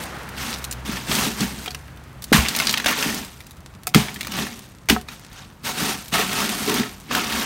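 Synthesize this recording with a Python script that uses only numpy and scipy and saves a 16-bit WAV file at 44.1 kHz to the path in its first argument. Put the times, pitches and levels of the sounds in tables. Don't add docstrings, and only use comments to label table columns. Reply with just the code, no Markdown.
import sys
import numpy as np
from scipy import signal
from scipy.fft import rfft, irfft
from scipy.io import wavfile

SR = 44100
rng = np.random.default_rng(int(sys.argv[2]) if len(sys.argv) > 2 else 0)


def unload_wav(signal):
    wavfile.write(
        sys.argv[1],
        SR,
        np.round(np.clip(np.atleast_2d(signal).T, -1, 1) * 32767).astype(np.int16),
    )


N = 328545
TIME_S = np.arange(N) / SR

# f/Hz, level/dB
AIR_SPECTRUM = [(15, -21), (50, -4.5), (152, -5), (437, -21), (1280, -22.5), (4950, -40), (15800, -45)]
RUSH_SPECTRUM = [(40, -31), (130, -4.5), (430, -10.5), (1600, -10.5), (4000, -24), (16000, -39)]
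# t/s, rise/s, length/s, crunch/dB, fizz/dB re crunch, push on the tub/dB re crunch
STROKES = [(0, 0.0043, 0.027, -42.5, 2, -3), (0.378, 0.072, .13, -32, -5.5, -6.5),
           (0.853, 0.012, 0.14, -33, -8, -3), (1.094, 0.079, 0.16, -26, -2.5, -2.5),
           (1.382, 0.051, 0.048, -29.5, -4.5, 2.5), (1.48, 0.016, 0.17, -43, -1.5, 1.5),
           (2.365, 0.15, 0.34, -33.5, -4, -3), (2.55, 0.017, 0.33, -32.5, -16, -7.5),
           (2.859, 0.016, 0.053, -22.5, -14.5, -11), (2.958, 0.045, 0.12, -26.5, -6, -4.5),
           (3.102, 0.039, 0.089, -34.5, -4, 0), (3.97, 0.015, 0.59, -47.5, -3.5, 4.5),
           (4.352, 0.14, 0.058, -25.5, -9, -1), (5.084, 0.023, 0.05, -42.5, -6, -9),
           (5.311, 0.13, 0.098, -43, -11, -16), (5.644, 0.019, 0.055, -29, -4.5, -6.5),
           (5.767, 0.073, 0.13, -27.5, -3.5, -2.5), (6.126, 0.016, 0.085, -23.5, -6.5, -4),
           (6.297, 0.11, 0.15, -26, -6, -3), (6.483, 0.028, 0.19, -33, -0.5, -0.5),
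           (6.675, 0.0087, 0.12, -26, -10, 0), (7.109, 0.03, 0.086, -25, -13, -3),
           (7.273, 0.28, 0.15, -25.5, -8, -5)]
# f/Hz, gain/dB
CRUNCH_EQ = [(200, -12.5), (400, -11.5), (750, 0.5), (1500, 1), (2800, 1.5), (4500, -3.5), (6500, -4.5),
             (8000, -19), (11000, -21), (16000, -90)]
FIZZ_EQ = [(4000, 5.5), (7000, -2), (9000, -1), (10400, -6), (12000, -3.5), (15800, -5.5)]
# f/Hz, level/dB, t60/s
TUB_MODES = [(66.7, 4.5, 0.24), (126, 4.5, 0.12), (159, 6.5, 0.087), (204.7, 4.5, 0.13), (228, 4.5, 0.13),
             (267.3, 5, 0.058), (303.5, 3.5, 0.087), (372, -1.5, 0.2), (426, 2, 0.2), (733, -3.5, 0.39),
             (925, -14, 0.1), (1300, 0.5, 0.14)]
# t/s, level/dB
TICKS = [(0.037, -33), (0.186, -46), (0.29, -36), (0.585, -36), (0.648, -30), (0.725, -26), (2.222, -32.5),
         (2.241, -27.5), (2.563, -18), (2.652, -28), (3.145, -26), (3.248, -35.5), (3.467, -40.5),
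         (3.509, -39.5), (3.833, -47), (3.89, -34), (4.143, -32), (6.082, -34.5), (6.742, -21.5)]
# t/s, level/dB, ring f/Hz, snap sharpness/dB
CLINKS = [(0.528, -28, 3800, -26), (0.54, -27.5, 4500, -14), (0.642, -25, 4230, -4.5),
          (0.712, -25.5, 8900, -6), (1.115, -19.5, 3750, -26), (1.152, -18.5, 5450, -6),
          (1.407, -22.5, 4340, -7), (1.66, -27, 2450, -11.5), (1.679, -25, 3100, -24.5),
          (1.707, -30, 4650, -10), (1.747, -27, 3060, -12), (1.972, -44, 1470, -10),
          (2.329, -10.5, 1980, -16), (2.451, -24, 2420, -29), (2.462, -21, 2580, -34),
          (2.485, -16.5, 4700, -9.5), (2.55, -21.5, 3650, -14), (2.588, -19, 4340, -8),
          (2.6, -14.5, 2250, -12.5), (2.613, -26, 3600, -10), (2.67, -14.5, 4900, -13),
          (2.682, -22, 4140, -25), (2.694, -15, 4320, -12), (2.71, -21.5, 5500, -5), (2.727, -22, 4800, -3),
          (2.74, -15, 3100, -17), (2.774, -18, 3240, -18), (2.779, -23.5, 3020, -3), (2.8, -22, 2250, -13),
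          (2.844, -22, 2430, -14), (2.86, -14.5, 1640, -14), (2.866, -17, 4170, -18),
          (2.882, -22.5, 1720, -5), (3.026, -17.5, 3140, -15), (3.405, -37.5, 2280, -13),
          (3.87, -18.5, 2650, 1.5), (3.946, -8, 2330, -13), (4.084, -26.5, 2270, -21),
          (4.16, -31, 1970, -12), (4.209, -22.5, 2320, -8), (4.23, -30, 2800, -10),
          (4.248, -30.5, 2000, -11), (4.27, -26, 1600, -7), (4.32, -26.5, 3220, -10),
          (4.898, -8.5, 2900, -11.5), (4.962, -47, 3330, -18), (5.086, -30, 2650, -17),
          (6.492, -22, 3000, -5), (6.696, -19, 1700, -9), (6.799, -28, 5000, -16),
          (6.833, -26.5, 1900, -22), (7.111, -23, 1300, -23), (7.15, -17, 1540, -14)]
# t/s, ring peak/dB, f/Hz of the struck spot, factor on the modes' t60
KNOCKS = [(0.883, -18.5, 232, 1.1), (1.085, -20, 220, 1.4), (1.262, -18, 263, 2.1),
          (1.405, -12.5, 225, 1.4), (1.676, -26.5, 666, 0.36), (2.319, -7.5, 230, 0.16),
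          (2.336, -5.5, 178, 2.6), (2.382, -14.5, 64, 0.74), (2.862, -16, 1010, 0.13),
          (3.052, -17, 243, 2.5), (3.871, -19, 950, 0.27), (3.948, -2, 162, 1.9), (3.952, -6.5, 295, 0.72),
          (4.894, -19.5, 74, 1.8), (4.898, -10.5, 282, 0.86), (4.916, -10, 237, 1.6),
          (4.963, -13.5, 960, 0.35), (5.816, -18.5, 174, 0.6), (6.193, -13.5, 625, 0.37),
          (6.677, -15, 420, 1.8), (6.796, -13, 232, 0.5), (7.16, -19, 720, 0.38)]
# t/s, level/dB, rise/s, hold/s, t60/s
HANDFULS = [(2.3256, -13, 0.0032, 0.0088, 0.39), (3.94, -18, 0.0075, 0.0048, 0.44),
            (4.8873, -17.5, 0.00091, 0.013, 0.21)]


def amp(db):
    return 10 ** (np.asarray(db) / 20)


def unit(x):
    return x / np.sqrt(np.mean(x ** 2) + 1e-20)


def add(mix, at_s, sound):
    part = mix[max(round(at_s * SR), 0):][:len(sound)]
    part += sound[:len(part)]


def decay(age_s, t60_s):
    return np.exp(-np.log(1000) * age_s / t60_s)


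def colour(x, points, size=4096):
    hz, db = np.transpose(points)
    bin_hz = abs(np.fft.fftfreq(size, 1 / SR))
    log_gain = np.log(amp(np.interp(np.log(bin_hz + 1), np.log(hz + 1), db)))
    taps = np.fft.ifft(np.exp(np.conj(signal.hilbert(log_gain)))).real
    return signal.oaconvolve(x, taps[:size // 2])[:len(x)]


def wander(band_hz):
    lowpass = np.exp(-(np.fft.rfftfreq(N, 1 / SR) / band_hz) ** 2)
    return unit(irfft(rfft(rng.standard_normal(N)) * lowpass, N))


def swell(at_s, peak_db, width_s, fall_db):
    return peak_db - fall_db * np.log10(1 + ((TIME_S - at_s) / width_s) ** 2)


def ring(hz, t60_s, count):
    t = np.arange(count) / SR
    return np.sin(2 * np.pi * hz * t) * decay(t, t60_s)


def outdoors(hum_hz=65):
    air = amp(-44.5 + wander(6.1)) * unit(colour(rng.standard_normal(N), AIR_SPECTRUM))
    rush_db = swell(at_s=-0.33, peak_db=-33.5, width_s=0.98, fall_db=19.5) + wander(28)
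    rush = unit(colour(rng.standard_normal(N), RUSH_SPECTRUM))
    turns = np.cumsum(hum_hz * (1 + 0.0422 * wander(9.13))) / SR
    hum = unit(np.sin(2 * np.pi * turns) + 0.66 * np.sin(4 * np.pi * turns))
    hum_db = swell(at_s=0.93, peak_db=-37, width_s=0.5, fall_db=11) + 2 * wander(12)
    return air + amp(rush_db) * rush + amp(hum_db) * hum


def stroke_levels(release_t60_s=0.39, settle_t60_s=0.88, rest_db=(-64, -67.5, -66.5)):
    t = TIME_S[::64]
    crunch, fizz, push = (np.full(len(t), amp(db) ** 2) for db in rest_db)
    for start_s, rise_s, length_s, db, fizz_db, push_db in STROKES:
        press = amp(db) * (1 + np.tanh(2 * (t - start_s) / rise_s)) / 2
        after_s = np.maximum(t - start_s - length_s, 0)
        release, settle = decay(after_s, release_t60_s), decay(after_s, settle_t60_s)
        coarse = press * np.maximum(release, amp(-14.5) * settle)
        fine = press * np.maximum(release, amp(-5) * settle)
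        crunch += coarse ** 2
        fizz += (amp(fizz_db) * fine) ** 2
        push += (amp(push_db) * coarse) ** 2
    return [np.interp(TIME_S, t, 10 * np.log10(power)) for power in (crunch, fizz, push)]


def walls(x, wet_db=-4, t60_s=0.058, count=4000):
    t = np.arange(count) / SR
    taps = rng.standard_normal(count) * (rng.random(count) < 0.12)
    taps *= (t > 0.0012) * decay(t, t60_s)
    taps *= amp(wet_db) / np.linalg.norm(taps)
    taps[0] = 1
    return signal.oaconvolve(x, taps)[:len(x)] / np.linalg.norm(taps)


def contacts(per_s, spread_db, band_hz, cycles, sizes=24):
    force = amp(spread_db * np.minimum(rng.exponential(1, N), 4)) * rng.choice([-1, 1], N)
    force *= (rng.random(N) < per_s / SR) / np.sqrt(per_s)
    chip_size, out = rng.integers(0, sizes, N), np.zeros(N)
    for size, hz in enumerate(np.linspace(*np.sqrt(band_hz), sizes) ** 2):
        tone = ring(hz, cycles / hz, count=3000)
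        tone /= np.linalg.norm(tone)
        tone[0] += 0.6
        out += signal.oaconvolve(force * (chip_size == size), walls(tone))[:N] * hz ** 0.25
    return out


def tumbling(stir, max_per_s=260, spread_db=2.5, count=1500):
    out, t = np.zeros(N), np.arange(count) / SR
    for when, pitch, force, chance in rng.random((int(max_per_s * N / SR), 4)):
        hz = 1000 * 6 ** pitch
        scrape = rng.standard_normal(count) * np.exp(-t / 0.0036)
        tone = signal.fftconvolve(scrape, ring(hz, 15 / hz, count))[:count]
        slips = chance < stir[int(when * N)] ** 2
        gain = slips * amp(-spread_db * np.log(1.04 - force))
        add(out, when * N / SR, gain * (unit(tone) + 0.76 * unit(scrape)))
    return unit(walls(out))


def tub_ring(weights, t60_factor=1, count=12000):
    modes = sum((-1) ** k * weight * amp(db) * ring(hz, t60_s * t60_factor, count)
                for k, (weight, (hz, db, t60_s)) in enumerate(zip(weights, TUB_MODES)))
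    return modes * (1 - np.exp(-np.arange(count) / SR / 0.00034))


def modes_near(spot_hz, width_oct):
    mode_hz = np.transpose(TUB_MODES)[0]
    return 1 / (1 + (np.log2(mode_hz / spot_hz) / width_oct) ** 2)


def driven_tub(drive, response, drift):
    ringing = signal.oaconvolve(drive, response)[:N]
    position = np.cumsum(1 + drift * wander(3)) % N
    return unit(np.interp(position, np.arange(N), ringing))


def digging():
    crunch_db, fizz_db, push_db = stroke_levels()
    stir = np.clip(amp(0.55 * (crunch_db + 21.5)), 0.12, 1)
    slip_db = wander(32)
    coarse = contacts(per_s=5500 * stir, spread_db=3.1, band_hz=(437, 9200), cycles=29.6)
    crunch = unit(unit(colour(coarse, CRUNCH_EQ)) + amp(-7) * tumbling(stir))
    fine = contacts(per_s=5000 * stir, spread_db=1.63, band_hz=(6000, 15600), cycles=23)
    fizz = unit(colour(fine, FIZZ_EQ))
    jolts = rng.standard_normal(N) * (rng.random(N) < 700 / SR)
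    rumble = driven_tub(jolts, tub_ring(modes_near(240, width_oct=0.52)), drift=0.06)
    upper_modes = [hz > 350 for hz, _, _ in TUB_MODES]
    hollow = driven_tub(crunch, tub_ring(upper_modes, t60_factor=0.38), drift=0.02)
    hollow_db = swell(at_s=6, peak_db=-8, width_s=0.62, fall_db=10)
    ice = amp(crunch_db + slip_db) * (crunch + amp(hollow_db) * hollow)
    return ice + amp(fizz_db + 4 + slip_db / 2) * fizz + amp(push_db) * rumble


def settling(level_db=-57):
    ticks = contacts(per_s=24, spread_db=4.4, band_hz=(2400, 21000), cycles=1.1, sizes=8)
    return amp(level_db) * unit(ticks)


def clinks(tick_hz=5160, tick_sharp_db=-1, trim_db=-11, count=3500):
    out, t = np.zeros(N), np.arange(count) / SR
    ticks = [(at_s, db, tick_hz, tick_sharp_db) for at_s, db in TICKS]
    for at_s, db, hz, sharp_db in CLINKS + ticks:
        chatter = rng.standard_normal(count) * np.exp(-t / 0.0029)
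        chatter *= 1 - 1.4 * np.exp(-t / 0.00037)
        chatter[0] += 2.8
        rebound_s = rng.uniform(0.0014, 0.0082)
        add(chatter, rebound_s, 0.5 * chatter)
        snap = colour(chatter, [(hz / 8, -22), (hz / 2, -5), (hz, 0), (min(1.19 * hz, 10000), 0),
                                (11000, sharp_db - 3), (16000, sharp_db - 3.5)])
        tone = signal.oaconvolve(chatter, ring(hz, 14 / hz, count))[:count]
        ring_db = -14 - 0.5 * sharp_db
        cube = walls(unit(snap) + amp(ring_db) * unit(tone), wet_db=-13, t60_s=0.1)
        add(out, at_s, amp(db + trim_db) * unit(cube))
    return out


def knocks(slap_tau_s=0.0033, count=2500):
    out, t = np.zeros(N), np.arange(count) / SR
    for at_s, db, spot_hz, t60_factor in KNOCKS:
        body = tub_ring(modes_near(spot_hz, width_oct=0.48), t60_factor)
        burst = rng.standard_normal(count) * np.exp(-t / slap_tau_s)
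        slap = colour(burst, [(spot_hz / 3, -20), (spot_hz, 0), (2 * spot_hz, -6), (8 * spot_hz, -45)])
        slap_db = db + 1.5 - 13 * t60_factor
        add(out, at_s, amp(db) * body / abs(body).max())
        add(out, at_s, amp(slap_db) * slap / abs(slap).max())
    return out


def handfuls(first_share=0.39):
    coarse = contacts(per_s=3500, spread_db=0.61, band_hz=(446, 6940), cycles=8.1)
    fine = contacts(per_s=2400, spread_db=0.74, band_hz=(6320, 15800), cycles=46)
    clatter = unit(colour(coarse, CRUNCH_EQ)) + amp(-3.5) * unit(colour(fine, FIZZ_EQ))
    out = np.zeros(N)
    for at_s, db, rise_s, hold_s, t60_s in HANDFULS:
        age_s = np.maximum(TIME_S - at_s, 0)
        arrive = (TIME_S > at_s) * (1 - (1 - first_share) * np.exp(-(age_s / rise_s) ** 2))
        fall = decay(np.maximum(age_s - hold_s, 0), t60_s)
        out += amp(db) * arrive * fall * clatter
    return out


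def scene():
    return (digging() + settling() + clinks() + handfuls() + knocks() + outdoors())[None]


def record(dry):
    low_hz, high_hz = 38, 15900
    thin = signal.sosfilt(signal.butter(2, low_hz, "highpass", fs=SR, output="sos"), dry)
    rounded = thin / (1 + thin ** 6) ** (1 / 6)
    lowpass = signal.firwin(511, high_hz, window=("kaiser", 9), fs=SR)
    return signal.oaconvolve(rounded, lowpass[None], "same")


dry = scene()
out = record(dry)
unload_wav(out)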